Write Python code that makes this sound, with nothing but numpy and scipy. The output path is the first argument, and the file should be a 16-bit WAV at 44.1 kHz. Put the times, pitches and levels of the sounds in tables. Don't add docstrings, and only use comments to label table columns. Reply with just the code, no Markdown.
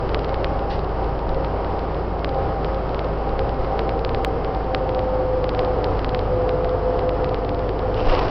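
import sys
import numpy as np
from scipy import signal
from scipy.fft import rfft, irfft, next_fast_len
from scipy.io import wavfile
from scipy.ndimage import uniform_filter1d

SR = 44100
rng = np.random.default_rng(int(sys.argv[2]) if len(sys.argv) > 2 else 0)


def wav_record(signal):
    frames = np.transpose(np.atleast_2d(signal))
    bounded = np.clip(frames, -1, 1)
    quanta = np.round(bounded * 32767).astype(np.int16)
    wavfile.write(sys.argv[1], SR, quanta)


N = 366030
TIME = np.arange(N) / SR

# t/s, half width/s, level/dB
ROAD_BUMPS = [(1.31, .05, -27), (3.63, .025, -22), (4.18, .08, -32), (7.98, .04, -27), (8.105, .03, -15.5),
              (8.172, .014, -21)]


def undb(db):
    return 10 ** (np.asarray(db) / 20)


def unit(x):
    return x / np.sqrt(np.mean(x ** 2))


def swells(rows):
    return sum(undb(db) * np.exp(-.5 * ((TIME - s) / width) ** 2) for s, width, db in rows)


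def spike(s, db, width_s):
    out, around = np.zeros(N), np.arange(-50, 51)
    out[np.clip(int(s * SR) + around, 0, N - 1)] = undb(db) * np.exp(-.5 * (around / SR / width_s) ** 2)
    return out


def wander(rate):
    k = int(SR / rate)
    steps = np.repeat(rng.standard_normal(N // k + 2), k)
    return unit(uniform_filter1d(uniform_filter1d(steps, k), k)[:N])


def colour(x, curve):
    size = next_fast_len(N)
    hz = np.maximum(np.arange(size // 2 + 1) * SR / size, 1)
    curve_hz, db = np.transpose(curve)
    low_cut = np.minimum(hz / curve_hz[0], 1) ** 2
    gain = undb(np.interp(np.log(hz), np.log(curve_hz), db)) * low_cut
    return unit(irfft(rfft(x, size) * gain, size)[:N])


def low_pass(x, hz):
    taps = signal.firwin(111, hz, window=("kaiser", 7), fs=SR)
    return signal.fftconvolve(x, taps[None], mode="same", axes=1)


def tone(cycles, order, shimmer_db, jitter_rad):
    phase = 2 * np.pi * (order * cycles + rng.random()) + jitter_rad * wander(14)
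    return np.sqrt(2) * np.sin(phase) * undb(shimmer_db * wander(16))


def engine_drone(cycles, drone_db=-28):
    # multiple of the cycle rate, level/dB
    overtones = [(6, -42), (7, -47), (9, -40.5), (11, -42.5), (12, -42.5), (13, -52), (14, -47), (15, -50),
                 (16, -52), (19, -50), (20, -49), (21, -49), (23, -48), (24, -44), (27, -47.5), (28, -47.5),
                 (29, -44.5), (30, -47.5), (30.7, -44.5), (32, -45), (33, -46.5), (34, -49), (61, -48)]
    drone = undb(drone_db) * tone(cycles, order=4, shimmer_db=.5, jitter_rad=.06)
    return drone + sum(undb(db) * tone(cycles, order, shimmer_db=3.5, jitter_rad=.36)
                       for order, db in overtones)


def engine_boom(cycles, cycle_hz, cruise_hz=13.14, cruise_db=-43.5, growth_db_per_hz=15):
    level_db = cruise_db + growth_db_per_hz * (cruise_hz - cycle_hz)
    return tone(cycles, order=8, shimmer_db=1, jitter_rad=.15) * undb(level_db)


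def whine_envelope(start, hold, db, rise_s=.04, fall_s=.055, sag_db_per_s=1.5):
    early, late = np.maximum(start - TIME, 0), np.maximum(TIME - start - hold, 0)
    sag_db = sag_db_per_s * np.maximum(TIME - start, 0)
    return undb(db - sag_db) * np.exp(-early / rise_s - late / fall_s)


def gear_whines(cycles, blur_rad=.85, steady_db=-33, throb_depth=.25):
    meshes = {"low": (35.5, -46, .12), "under": (38.9, -46, .2), "main": (40.5, -42.5, .13),
              "middle": (55.07, -52, .16), "high": (59.85, -46, .3), "top": (71, -50, .3),
              "thin": (95.25, -55, .3), "whistle": (164, -69, .45)}
    # mesh name, t/s, hold/s, level/dB
    whines = [("main", 0.33, .27, -33), ("main", 1.333, 0.1, -28.5), ("main", 2.334, 0.046, -26.5),
              ("main", 2.48, .06, -32), ("main", 2.71, 0.078, -29), ("main", 3.33, 0.27, -36),
              ("main", 3.65, .58, -33), ("main", 4.7, .2, -30), ("main", 4.93, .1, -24.5),
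              ("main", 5.05, 0.43, -23.2), ("main", 5.58, 0.14, -26), ("main", 5.78, 0.17, -29.5),
              ("main", 6.14, 0.056, -25.5), ("main", 6.32, 0.43, -24.3), ("main", 6.86, 0.063, -22.5),
              ("main", 7.02, 0.086, -24), ("main", 7.22, 0.1, -27.5), ("main", 7.4, .24, -30.5),
              ("main", 7.83, 0.3, -28), ("high", .3, .4, -37), ("high", 1.02, .05, -32.5),
              ("high", 1.25, .6, -39), ("high", 2.35, 0.041, -28.5), ("high", 2.52, 0.042, -31.5),
              ("high", 3.236, .1, -32), ("high", 3.4, .25, -38), ("high", 3.69, 0.32, -33),
              ("high", 4.12, 0.25, -34.5), ("high", 4.45, .42, -34), ("high", 4.98, 0.085, -30.5),
              ("high", 5.15, 0.11, -37), ("high", 5.55, 0.41, -36), ("high", 6.1, 0.05, -33),
              ("low", 1.35, 0.48, -36), ("low", 3.31, .14, -33.5), ("low", 3.76, 0.75, -31.3),
              ("low", 4.95, 0.055, -35.5), ("low", 5.74, .22, -31), ("low", 6.15, .17, -34.5),
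              ("low", 6.46, .38, -30.5), ("low", 6.9, .6, -32.5), ("low", 7.7, .5, -34.5),
              ("under", 5.35, .55, -31.5), ("under", 7, 1.3, -36), ("middle", 6.4, .72, -33.5),
              ("middle", 7.2, 1.3, -37), ("top", 1, 0.82, -41.5), ("top", 4.75, .85, -42),
              ("thin", 2.3, 1.1, -47), ("whistle", .28, .28, -57), ("whistle", 1.97, .3, -58.5),
              ("whistle", 3.08, 0.81, -57.5), ("whistle", 4.28, .32, -54)]
    out = 0
    for mesh, (order, rest_db, flutter_depth) in meshes.items():
        gain = undb(rest_db)
        for name, start, hold, db in whines:
            if name == mesh:
                gain = np.maximum(gain, whine_envelope(start, hold, db))
        slack = 1 / (1 + gain / undb(steady_db))
        flutter = 1 + flutter_depth * wander(45)
        throb = 1 + throb_depth * slack * np.sin(2 * np.pi * cycles)
        out += tone(cycles, order, shimmer_db=.6, jitter_rad=blur_rad * slack) * gain * flutter * throb
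    return out


def cabin_shake(settle_s=.14):
    decay = np.exp(-1 / (settle_s * SR))
    energy = signal.lfilter([1 - decay], [1, -decay], swells(ROAD_BUMPS) ** 2)
    return energy / energy.max()


def tyre_roar(shake, bump_lift_db=5, flutter_db=.53):
    # f/Hz, level/dB
    cabin_eq = [(15, 6.5), (60, -4.5), (80, 2), (125, -5), (160, -7.5), (190, -7.5), (220, -10), (270, -7),
                (330, -5.5), (410, -3), (470, -3), (520, -.5), (590, -3.5), (700, -4.5), (775, -2.5),
                (860, -7), (1250, -12), (1600, -21), (2400, -29.5), (3050, -30), (3600, -37), (4400, -36),
                (5150, -36), (5450, -41.5)]
    # t/s, level/dB
    surface = [(0, -25.5), (.12, -24), (.85, -26), (1.08, -25), (1.25, -27), (1.42, -25), (1.8, -25),
               (1.98, -27), (2.18, -27.5), (2.38, -25.5), (2.7, -25), (3.15, -26), (3.6, -25), (4.3, -26),
               (5.4, -25.5), (5.7, -24.5), (6.1, -25), (7.6, -26), (8.3, -25.5)]
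    roar = colour(rng.standard_normal(N), cabin_eq)
    surface_db = np.interp(TIME, *np.transpose(surface))
    return roar * undb(surface_db + bump_lift_db * shake + flutter_db * wander(15))


def body_thuds(body_hz=20, sway_db=-2.5, rumble_db=-5):
    # f/Hz, level/dB
    rumble_eq = [(10, -2), (20, 5.5), (35, 6.5), (70, -13.5), (150, -26.5), (400, -47)]
    sway = undb(sway_db) * tone(TIME, body_hz, shimmer_db=1.5, jitter_rad=.3)
    rumble = undb(rumble_db) * colour(rng.standard_normal(N), rumble_eq)
    return (sway + rumble) * swells(ROAD_BUMPS)


def panel_knocks():
    # t/s, level/dB
    hits = [(8.073, -25), (8.121, -20.5), (8.173, -24)]
    # f/Hz, level/dB, t60/s
    modes = [(560, -2, .05), (740, -2, .045), (940, -1, .04), (1180, -3, .035)]
    out = 0
    for s, db in hits:
        age = np.maximum(TIME - s, 0)
        for hz, mode_db, t60 in modes:
            out += undb(db + mode_db - 60 * age / t60) * np.sin(2 * np.pi * hz * age)
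    return out


def trim_chafe(slips_per_s=2500, spread_db=3):
    # f/Hz, level/dB
    trim_eq = [(400, -9.5), (1000, 15), (1600, 3.5), (2200, 2), (2850, 2), (3700, -5), (4600, -4.5),
               (5050, -4.5), (5600, -8)]
    # t/s, half width/s, level/dB
    rubs = [(7.99, 0.018, -38.5), (8.115, 0.055, -34.5), (8.22, 0.14, -32.5)]
    slips = (rng.random(N) < slips_per_s / SR) * rng.standard_normal(N)
    slips *= undb(spread_db * rng.standard_normal(N))
    return colour(slips, trim_eq) * swells(rubs)


def fixture_creaks(slips_per_s=900, ring_hz=2770, skirt_db_per_octave=-31.5):
    # t/s, half width/s, level/dB
    creaks = [(7.975, 0.006, -41.5), (8.002, .016, -43), (8.105, .02, -39), (8.172, 0.0073, -36.5)]
    slips = (rng.random(N) < slips_per_s / SR) * rng.standard_normal(N)
    resonance = [(ring_hz / 2, skirt_db_per_octave), (ring_hz, 0), (ring_hz * 2, skirt_db_per_octave)]
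    return colour(slips, resonance) * swells(creaks)


def short_hiss(start_s=.692, level_db=-36, rise_s=.013, fade_after_s=.036, fall_s=.04):
    # f/Hz, level/dB
    puff_eq = [(1400, 0), (1850, 3.5), (2250, -6), (2900, 1.5), (3550, -4.5), (4600, -2), (5100, -6),
               (5600, -10)]
    age = TIME - start_s
    attack = np.clip(age / rise_s, 0, 1)
    tail = np.exp(-np.maximum(age - fade_after_s, 0) / fall_s)
    return colour(rng.standard_normal(N), puff_eq) * attack * tail * undb(level_db)


def camera_ticks(period_s=.05, faint_db=-29, spread_db=2.5, width_s=.00005, swing_s=.00009, edge=.43):
    # t/s, level/dB, brightness 0-1
    loud = [(.0932, -15.5, 0), (0.1462, -3, 0), (.193, -14.5, .9), (.246, -12, 0.3), (.2935, -16.5, .6),
            (.344, -10.5, 0), (.445, -4.5, 0), (.5931, -19, 0), (.7931, -17, .9), (.846, -21, .9),
            (1.0441, -20, .6), (1.193, -20, 0), (1.2931, -16, 1), (1.3463, -19, 1), (1.447, -14.5, 0),
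            (1.647, -19, 0), (1.7933, -16.5, 0.4), (1.9463, -20, .1), (2.2461, -5.5, 0), (2.2929, -15, .9),
            (2.3463, -21, 1), (2.6466, -11.5, 0), (2.7457, -19, .5), (2.8934, -19, .4), (2.946, -13.5, 0),
            (2.9933, -10.5, 0.2), (3.0459, -19, .5), (3.2934, -19, .5), (3.3932, -10, 0),
            (3.4935, -16.5, .8), (3.6473, -21, 0), (3.7931, -7, 0), (3.8934, -11, 0), (3.9931, -17.5, .8),
            (4.049, -5.5, 0.5), (4.0934, -12.5, 0), (4.1473, -8.5, 0), (4.248, -3.5, 0), (4.4471, -15, 0),
            (4.549, -18, .1), (4.7479, -1.5, 0.03), (4.8931, -14, 0), (4.9483, -12, 0.7), (4.993, -13.5, 0),
            (5.443, -11.5, 0.1), (5.493, -8, 0.7), (5.549, -13.5, 0), (5.593, -6.5, 0.25),
            (5.6486, -13, .6), (5.8437, -5.5, 0.8), (5.9932, -14, .1), (6.0461, -8, 0), (6.0932, -11, 0.8),
            (6.1477, -6.5, 0), (6.1929, -11, 0.6), (6.4932, -11.5, 0), (6.6462, -14.5, 0),
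            (6.6934, -17, .9), (6.993, -14, 0), (7.0932, -12.5, 0), (7.2448, -11.5, 0), (7.293, -16, .8),
            (7.345, -11, 0), (7.4485, -17.5, .3), (7.493, -13.5, .1), (7.547, -17, .8), (7.5933, -18, 0),
            (7.693, -14.5, 0), (7.7931, -15.5, .6), (7.9443, -14.5, 1), (8.1513, -8.5, .2),
            (8.193, -8.5, 0.5)]
    beat = np.arange(.044, TIME[-1] - period_s, period_s)
    faint = [(s, faint_db + spread_db * rng.standard_normal(), rng.random()) for s in beat]
    out = np.zeros(N)
    for s, db, bright in loud + faint:
        flanks = (spike(s - swing_s, db, width_s) + spike(s + swing_s, db, width_s)) / 2
        tick = spike(s, db, width_s) - bright * flanks
        out += rng.choice([-1, 1]) * tick / (1 + bright / 2)
    dulled = low_pass(out[None], hz=5000)[0]
    return edge * out + (1 - edge) * dulled


def scene():
    # t/s, four-stroke cycle rate/Hz
    engine_speed = [(0, 13.24), (1.2, 13.19), (2.4, 13.18), (3.5, 13.13), (4.4, 12.9), (5, 12.71),
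                    (5.5, 12.62), (6, 12.46), (7.5, 12.54), (8.3, 12.47)]
    cycle_hz = np.interp(TIME, *np.transpose(engine_speed))
    cycles = np.cumsum(cycle_hz) / SR
    drive = engine_drone(cycles) + engine_boom(cycles, cycle_hz) + gear_whines(cycles)
    road = tyre_roar(cabin_shake()) + body_thuds()
    rattles = trim_chafe() + fixture_creaks() + panel_knocks()
    return (drive + road + rattles + short_hiss() + camera_ticks())[None]


def record(dry):
    digital_click = spike(s=4.2478, db=-15.5, width_s=.00002)
    return low_pass(low_pass(dry, hz=5700) + digital_click, hz=16300)


dry = scene()
out = record(dry)
wav_record(out)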